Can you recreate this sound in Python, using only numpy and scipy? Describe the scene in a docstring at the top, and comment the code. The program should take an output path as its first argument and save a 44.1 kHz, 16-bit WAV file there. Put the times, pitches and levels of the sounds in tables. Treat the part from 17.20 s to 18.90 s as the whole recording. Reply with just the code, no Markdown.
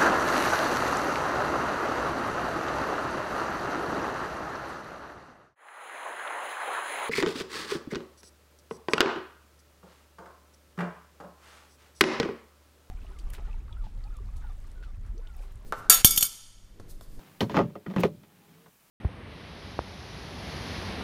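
"""Inside a parked car, a windscreen wiper sweeps up and back over nearly dry glass.
The rubber blade catches, judders and scrapes; each slip knocks the screen and booms in the cabin.
The end of the return is smooth: the motor whines over a faint hiss, speeding up until the arm
parks with a soft tap."""
import sys
import numpy as np
from scipy import signal
from scipy.fft import rfft, irfft
from scipy.io import wavfile
from scipy.ndimage import uniform_filter1d

SR = 44100
rng = np.random.default_rng(int(sys.argv[2]) if len(sys.argv) > 2 else 0)


def unload_wav(signal):
    """Save mono or channel-first audio to the path in sys.argv[1] as 16-bit WAV at rate SR, clipped to [-1, 1]."""
    wavfile.write(
        sys.argv[1],
        SR,
        np.round(np.clip(np.atleast_2d(signal).T, -1, 1) * 32767).astype(np.int16),
    )


N = 74970
TIME = np.arange(N) / SR


def amp(db):
    """Decibels to gain."""
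    return 10 ** (np.asarray(db) / 20)


def unit(x):
    """Scales to rms 1."""
    return x / np.sqrt(np.mean(x ** 2) + 1e-20)


def read(points, hz):
    """Reads a curve on a log-frequency axis."""
    f, value = np.transpose(points)
    return np.interp(np.log(hz + 1), np.log(f + 1), value)


def add(mix, start_s, sound):
    """Drops a sound into the mix."""
    part = mix[max(round(start_s * SR), 0):][:len(sound)]
    part += sound[:len(part)]


def colour(x, eq):
    """EQs a steady sound, at rms 1."""
    hz = np.fft.rfftfreq(len(x), 1 / SR)
    return unit(irfft(rfft(x) * amp(read(eq, hz)), len(x)))


def wander(length, size):
    """Slow random drift at rms 1."""
    return unit(uniform_filter1d(uniform_filter1d(rng.standard_normal(length), size), size))


# Hiss of the still cabin: freq_hz, gain_db
HISS_EQ = [(15, -18), (25, -21), (76, -7.5), (127, -5), (503, -23.5), (1130, -14.5), (2110, -19),
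           (2410, -16), (3520, -20.5), (14400, -18), (16000, -20.5)]
# Electrical tones: pitch_hz, level_db
ELECTRIC_TONES = [(13999, -79), (14883, -76)]


def background():
    """A bed of steady hiss with two very faint, wavering electrical tones."""
    tones = 0
    for pitch_hz, level_db in ELECTRIC_TONES:
        hz = pitch_hz + 3.99 * wander(N, size=400)
        tones += amp(level_db) * np.sqrt(2) * np.sin(2 * np.pi * np.cumsum(hz) / SR)
    return amp(-63.5) * colour(rng.standard_normal(N), HISS_EQ) + tones


# Motor speed and fader: time_s, shaft_hz, gain_db
MOTOR_MOVES = [(0, 52, -51), (.1, 49, -58), (.45, 44, -58), (.62, 46, -53), (.95, 46, -50), (1.1, 52, -56),
               (1.24, 51.3, -55.5), (1.34, 52.7, -52), (1.43, 58, -61), (1.48, 55, -57.5),
               (1.52, 47, -71.5), (1.7, 40, -76.5)]
# Partials of the whine: shaft_multiple, peak_gain_db, peak_shaft_hz, half_width_hz
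WHINE_ORDERS = [(2, -15, 49, 3.5), (3, -1.5, 55.25, 2), (4, -12, 24, 4), (7, -22, 54, 1.3),
                (8, -3.5, 58, 3), (16, -16.5, 51.4, 1.4)]
# Rumble of gears and linkage: freq_hz, gain_db
RUMBLE_EQ = [(30, -64), (90, -5.5), (140, -5), (178, 3.5), (240, -4.5), (400, -9.5), (550, -19),
             (1200, -26), (4000, -25), (16000, -55.5)]


def motor():
    """Shaft harmonics swell as the speed sweeps them through resonances, over the gear rumble."""
    time_s, shaft_hz, gain_db = np.transpose(MOTOR_MOVES)
    speed = np.interp(TIME, time_s, shaft_hz)
    wobble = 1 + 0.0069 * wander(N, size=900)
    turn = 2 * np.pi * np.cumsum(speed * wobble) / SR
    whine = 0
    for multiple, peak_db, peak_hz, half_width_hz in WHINE_ORDERS:
        swell = amp(peak_db) / (1 + ((speed - peak_hz) / half_width_hz) ** 2)
        whine += swell * np.sqrt(2) * np.sin(multiple * turn + 2 * np.pi * rng.random())
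    rumble = amp(-5) * colour(rng.standard_normal(N), RUMBLE_EQ)
    return amp(np.interp(TIME, time_s, gain_db)) * (whine + rumble)


# Fader ride of the scrape: time_s, level_db
SCRAPE_FADER = [(0, -59), (.19, -62), (.29, -59), (.315, -41.5), (.34, -48.5), (.365, -31.5), (.40, -32),
                (.45, -52.5), (.49, -59), (.65, -65.5), (.675, -54), (.755, -54.5), (.775, -42.5),
                (.85, -34.5), (.90, -72.5), (1.1, -63), (1.42, -63), (1.52, -70)]
# Tone of rubber on glass: freq_hz, gain_db
SCRAPE_EQ = [(40, -20.5), (150, 10.5), (500, 7.5), (1100, 5.5), (1800, 2.5), (3000, 0), (4500, -7.5),
             (7000, -13), (9000, -66.5), (16000, -39.5)]


def scrape(grains_per_s=900):
    """Tiny slips of rubber on glass make a grit, blended with smooth friction noise."""
    grains = (rng.random(N) < grains_per_s / SR) * rng.choice([-1, 1], N)
    grains = grains * amp(-2.5 * np.minimum(rng.exponential(1, N), 4))
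    rub = colour(unit(grains) + 0.46 * rng.standard_normal(N), SCRAPE_EQ)
    return rub * amp(np.interp(TIME, *np.transpose(SCRAPE_FADER)))


def snap(t, attack_s=.0008, decay_s=.0025):
    """The rubber lets go: a noise transient, evened out so its spectrum has no deep holes."""
    envelope = np.minimum(t / attack_s, 1) * np.exp(-t / decay_s)
    burst = rng.standard_normal(len(t)) * envelope
    for _ in range(2):
        spectrum = rfft(burst)
        burst = irfft(spectrum / (abs(spectrum) + 1e-12), len(t)) * np.sqrt(envelope)
    return unit(burst) * np.sqrt(np.mean(envelope ** 2))


# Reverb time of the cabin: freq_hz, t60_s
CABIN_DECAY = [(100, 0.4), (260, 0.12), (700, 0.12), (1840, 0.095), (4850, 0.11), (14000, 0.15)]


def cabin_tail(t, attack_s=.0013):
    """A slip scatters round the cabin as noise, the bass lasting longest."""
    hz, time_s, bands = signal.stft(rng.standard_normal(len(t)), SR, nperseg=256)
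    decay = 1000 ** (-time_s / read(CABIN_DECAY, hz)[:, None])
    return signal.istft(bands * decay, SR)[1][:len(t)] * (1 - np.exp(-t / attack_s))


# Centres of a knock's thud, body, clack and tick: freq_hz
BAND_HZ = [170, 480, 1300, 4000]
# Resonances of the screen and cabin: pitch_hz, gain_db, t60_s
SCREEN_MODES = [(100, -13.5, 0.21), (129, -34.5, .17), (153, -11, 0.18), (196, 0, 0.2), (207, 4, 0.12),
                (275, -5, 0.11), (316, -1.5, 0.12), (367.9, -11.5, 0.19), (424.6, -0.5, 0.15),
                (550.5, 0.5, 0.11), (586.5, -14.5, 0.28), (690.6, -5, .09), (865, -1.5, 0.069),
                (1236, -3.5, 0.065)]
# Resonances of the blade's steel spine and plastic clips: pitch_hz, gain_db
SPINE_MODES = [(985, -9), (1140, -15.5), (1520, -11.5), (1780, -13.5), (1915, -3.5), (2120, -9),
               (2450, -14.5), (3090, -4), (3480, -6.5), (4030, -29)]


def ring(t, hz, force_db, attack_s=.0027, spine_t60_s=.055):
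    """Screen, cabin and spine ring, each mode as hard as the slip drives its pitch."""
    modes = list(SCREEN_MODES) + [(f, db, spine_t60_s) for f, db in SPINE_MODES]
    out = 0
    for pitch_hz, gain_db, t60_s in modes:
        drive = amp(gain_db + np.interp(pitch_hz, hz, force_db))
        out += drive * 1000 ** (-t / t60_s) * np.sin(2 * np.pi * pitch_hz * t)
    return out * (1 - np.exp(-t / attack_s))


def hit_eq(x, db):
    """Minimum-phase EQ, one gain per bin: nothing sounds ahead of the attack."""
    log_gain = np.log(amp(np.maximum(np.r_[db, db[-2:0:-1]], -120)))
    response = np.exp(np.conj(signal.hilbert(log_gain)))[:len(db)]
    return irfft(rfft(x, len(log_gain)) * response)


# Tone of the snap and its tail: freq_hz, gain_db
SCATTER_EQ = [(40, -20), (150, 7.5), (300, 6.5), (550, 0.5), (950, -2.5), (1500, -8), (2400, -11.5),
              (3200, -14.5), (5000, -16), (8000, -20.5), (12000, -19.5), (16000, -25.5)]


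def knock(bands_db, size=16384):
    """One slip hits the screen: a snap, a cabin tail and ringing modes."""
    t, hz = np.arange(size) / SR, np.fft.rfftfreq(size, 1 / SR)
    thud_hz, body_hz, _, tick_hz = BAND_HZ
    force_db = read(list(zip(BAND_HZ, bands_db)), hz)
    low_cut_db = 8.5 * np.maximum(np.log2(thud_hz / (hz + 10)) - 1, 0)
    high_cut_db = 12 * np.log2(np.clip(hz, tick_hz, 8600) / tick_hz)
    scatter_db = read(SCATTER_EQ, hz) + 10 * np.log10(SR / 2 / body_hz)
    noise = snap(t) + amp(-9.5) * cabin_tail(t)
    spot_db = 2.5 * wander(len(hz), size=48)  # each spot on the glass has its own colour
    noise = hit_eq(noise, force_db - low_cut_db - high_cut_db + scatter_db + spot_db)
    return noise + amp(-5.5) * ring(t, hz, force_db)


def twang(pitch_hz, gain_db, attack_cycles=.66):
    """The bent rubber and its spine ring for a few cycles; higher is shorter."""
    t = np.arange(0, .15, 1 / SR)
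    decay_s = .0063 * (BAND_HZ[1] / pitch_hz) ** .56
    envelope = (1 - np.exp(-pitch_hz * t / attack_cycles)) * np.exp(-t / decay_s)
    return amp(gain_db) * envelope * np.sin(2 * np.pi * pitch_hz * t)


# Slips and slaps of the blade, ending on the parking tap:
# start_s, thud_db, body_db, clack_db, tick_db, twang_hz, twang_db
SLIP_CUES = [(0.2053, -29, -28.5, -34.5, -22.5, 3100, -18.5),
             (0.2080, -27.5, -27.5, -21.5, -19.5, 815, -17.5), (0.213, -25, -21, -32, -33.5, 245, -16.5),
             (0.226, -23, -30, -28.5, -35.5, 115.4, -21), (0.2953, -30.5, -35.5, -35, -36, 985, -25.5),
             (0.309, -31, -35.5, -59.5, -56.5, 240, -35.5), (0.3425, -26.5, -25.5, -20.5, -36.5, 274, -18),
             (0.3573, -37, -29.5, -23, -46, 1170, -31), (0.3669, -16, -24, -13.5, -26.5, 873, -11.5),
             (0.374, -16.5, -16, -10.5, -27.5, 287, -6.5), (0.38, -17.5, -7.5, -20, -30, 450, -14.5),
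             (0.3882, -17, -16, -6.5, -27.5, 550, -4.5), (0.3970, -18, -15, -23, -43, 393, -9),
             (0.4119, -17, -33, -23.5, -59, 177, -11), (0.4330, -42.5, -38.5, -52.5, -56.5, 122, -25),
             (0.497, -46.5, -45, -45, -63, 980, -44.5), (0.5530, -35, -27, -36, -43.5, 1220, -29),
             (0.6604, -30, -45.5, -34, -48.5, 384, -27), (0.6636, -28, -40.5, -33, -45.5, 1880, -32.5),
             (0.6992, -61.5, -36, -37, -44.5, 570, -41), (0.7098, -42, -44, -39.5, -41, 1060, -51),
             (0.7374, -33, -36, -37, -43.5, 2050, -38), (0.7613, -20, -21.5, -21, -29, 157, -11),
             (0.7648, -26.5, -26, -37.5, -47, 290, -18.5), (0.7824, -27, -27, -30, -40.5, 2600, -28.5),
             (0.7907, -25, -23.5, -36.5, -39.5, 310, -18.5), (0.8335, -18, -18.5, -15, -19, 2320, -15.5),
             (0.8350, -22, -21, -21, -23.5, 503, -6.5), (0.8380, -25, -25.5, -40, -49.5, 165.7, -11.5),
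             (0.85, -36, -20, -40, -42, 407, -6), (0.9450, -42, -51.5, -83, -69, 105, -41.5),
             (1.032, -53.5, -53, -50.5, -46.5, 805, -50), (1.4600, -58, -52, -49.5, -55, 1050, -56)]


def slips():
    """The blade catches and lets go, with a knock and a twang each time."""
    out = np.zeros(N)
    for start_s, *bands_db, twang_hz, twang_db in SLIP_CUES:
        add(out, start_s, knock(bands_db))
        add(out, start_s, twang(twang_hz, twang_db))
    return out


def through_glass(x, thud_lag_s=.003083):
    """Bending waves in glass carry the bass more slowly: the thud lands after the tick."""
    hz = np.fft.rfftfreq(len(x), 1 / SR)
    phase_lag = 4 * np.pi * thud_lag_s * np.sqrt(BAND_HZ[0] * hz)
    return irfft(rfft(x) * np.exp(-1j * phase_lag), len(x))


# Groans of the rubber: start_s, length_s, from_hz, to_hz, level_db, level_change_db
JUDDER_CUES = [(0.671, .058, 177.5, 206, -28, 0.5), (0.765, .07, 175.7, 182.5, -18.5, -6)]


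def judders(fade_s=.009, tilt_db_per_octave=-15):
    """The rubber sticks and slips fast enough to groan, in short rising glides."""
    out = np.zeros(N)
    for start_s, length_s, from_hz, to_hz, level_db, change_db in JUDDER_CUES:
        t = np.arange(0, length_s, 1 / SR)
        glide_hz = from_hz + (to_hz - from_hz) * t / length_s
        wobble = 1 + .042 * wander(N, size=200)[:len(t)]
        phase = 2 * np.pi * np.cumsum(glide_hz * wobble) / SR
        groan = sum(amp(tilt_db_per_octave * np.log2(k)) * np.sin(k * phase) for k in range(1, 6))
        fades = np.clip(np.minimum(t, length_s - t) / fade_s, 0, 1)
        add(out, start_s, groan * amp(level_db + change_db * t / length_s) * fades)
    return out


def fizz(peak_s=.806, width_s=.0075, level_db=-38.5):
    """A flick of thin hiss as the blade starts back."""
    high_pass = signal.butter(2, 7000, "high", fs=SR, output="sos")
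    hiss = unit(signal.sosfilt(high_pass, rng.standard_normal(N)))
    return hiss * amp(level_db) * np.exp(-abs(TIME - peak_s) / width_s)


def scene():
    """Blade, motor and background, in mono from behind the screen."""
    blade = through_glass(slips() + judders())
    return (blade + scrape() + fizz() + motor() + background())[None]


def reduction(over_db, release_db_per_s):
    """Gain reduction in dB that jumps up and releases at a steady rate."""
    fall = TIME * release_db_per_s
    return np.maximum.accumulate(np.maximum(over_db, 0) + fall) - fall


def smooth(x, seconds):
    """One-pole smoothing."""
    pole = np.exp(-1 / (seconds * SR))
    return signal.lfilter([1 - pole], [1, -pole], x)


def record(dry, duck_above_db=-24, limit_db=-14.3, ceiling=.3, cutoff_hz=16200):
    """Loud knocks duck the mix; a fast limiter and soft clip flatten them, then a low-pass."""
    power_db = 10 * np.log10(smooth(dry[0] ** 2, .015) + 1e-12)
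    ducked = dry[0] * amp(-reduction(.45 * (power_db - duck_above_db), release_db_per_s=5))
    peak_db = 20 * np.log10(abs(ducked) + 1e-9)
    limited = ducked * amp(-smooth(reduction(peak_db - limit_db, release_db_per_s=900), .0009))
    clipped = limited / (1 + (limited / ceiling) ** 8) ** (1 / 8)
    low_pass = signal.firwin(511, cutoff_hz, window=("kaiser", 9), fs=SR)
    return signal.oaconvolve(clipped, low_pass, "same")[None]


dry = scene()
out = record(dry)
unload_wav(out)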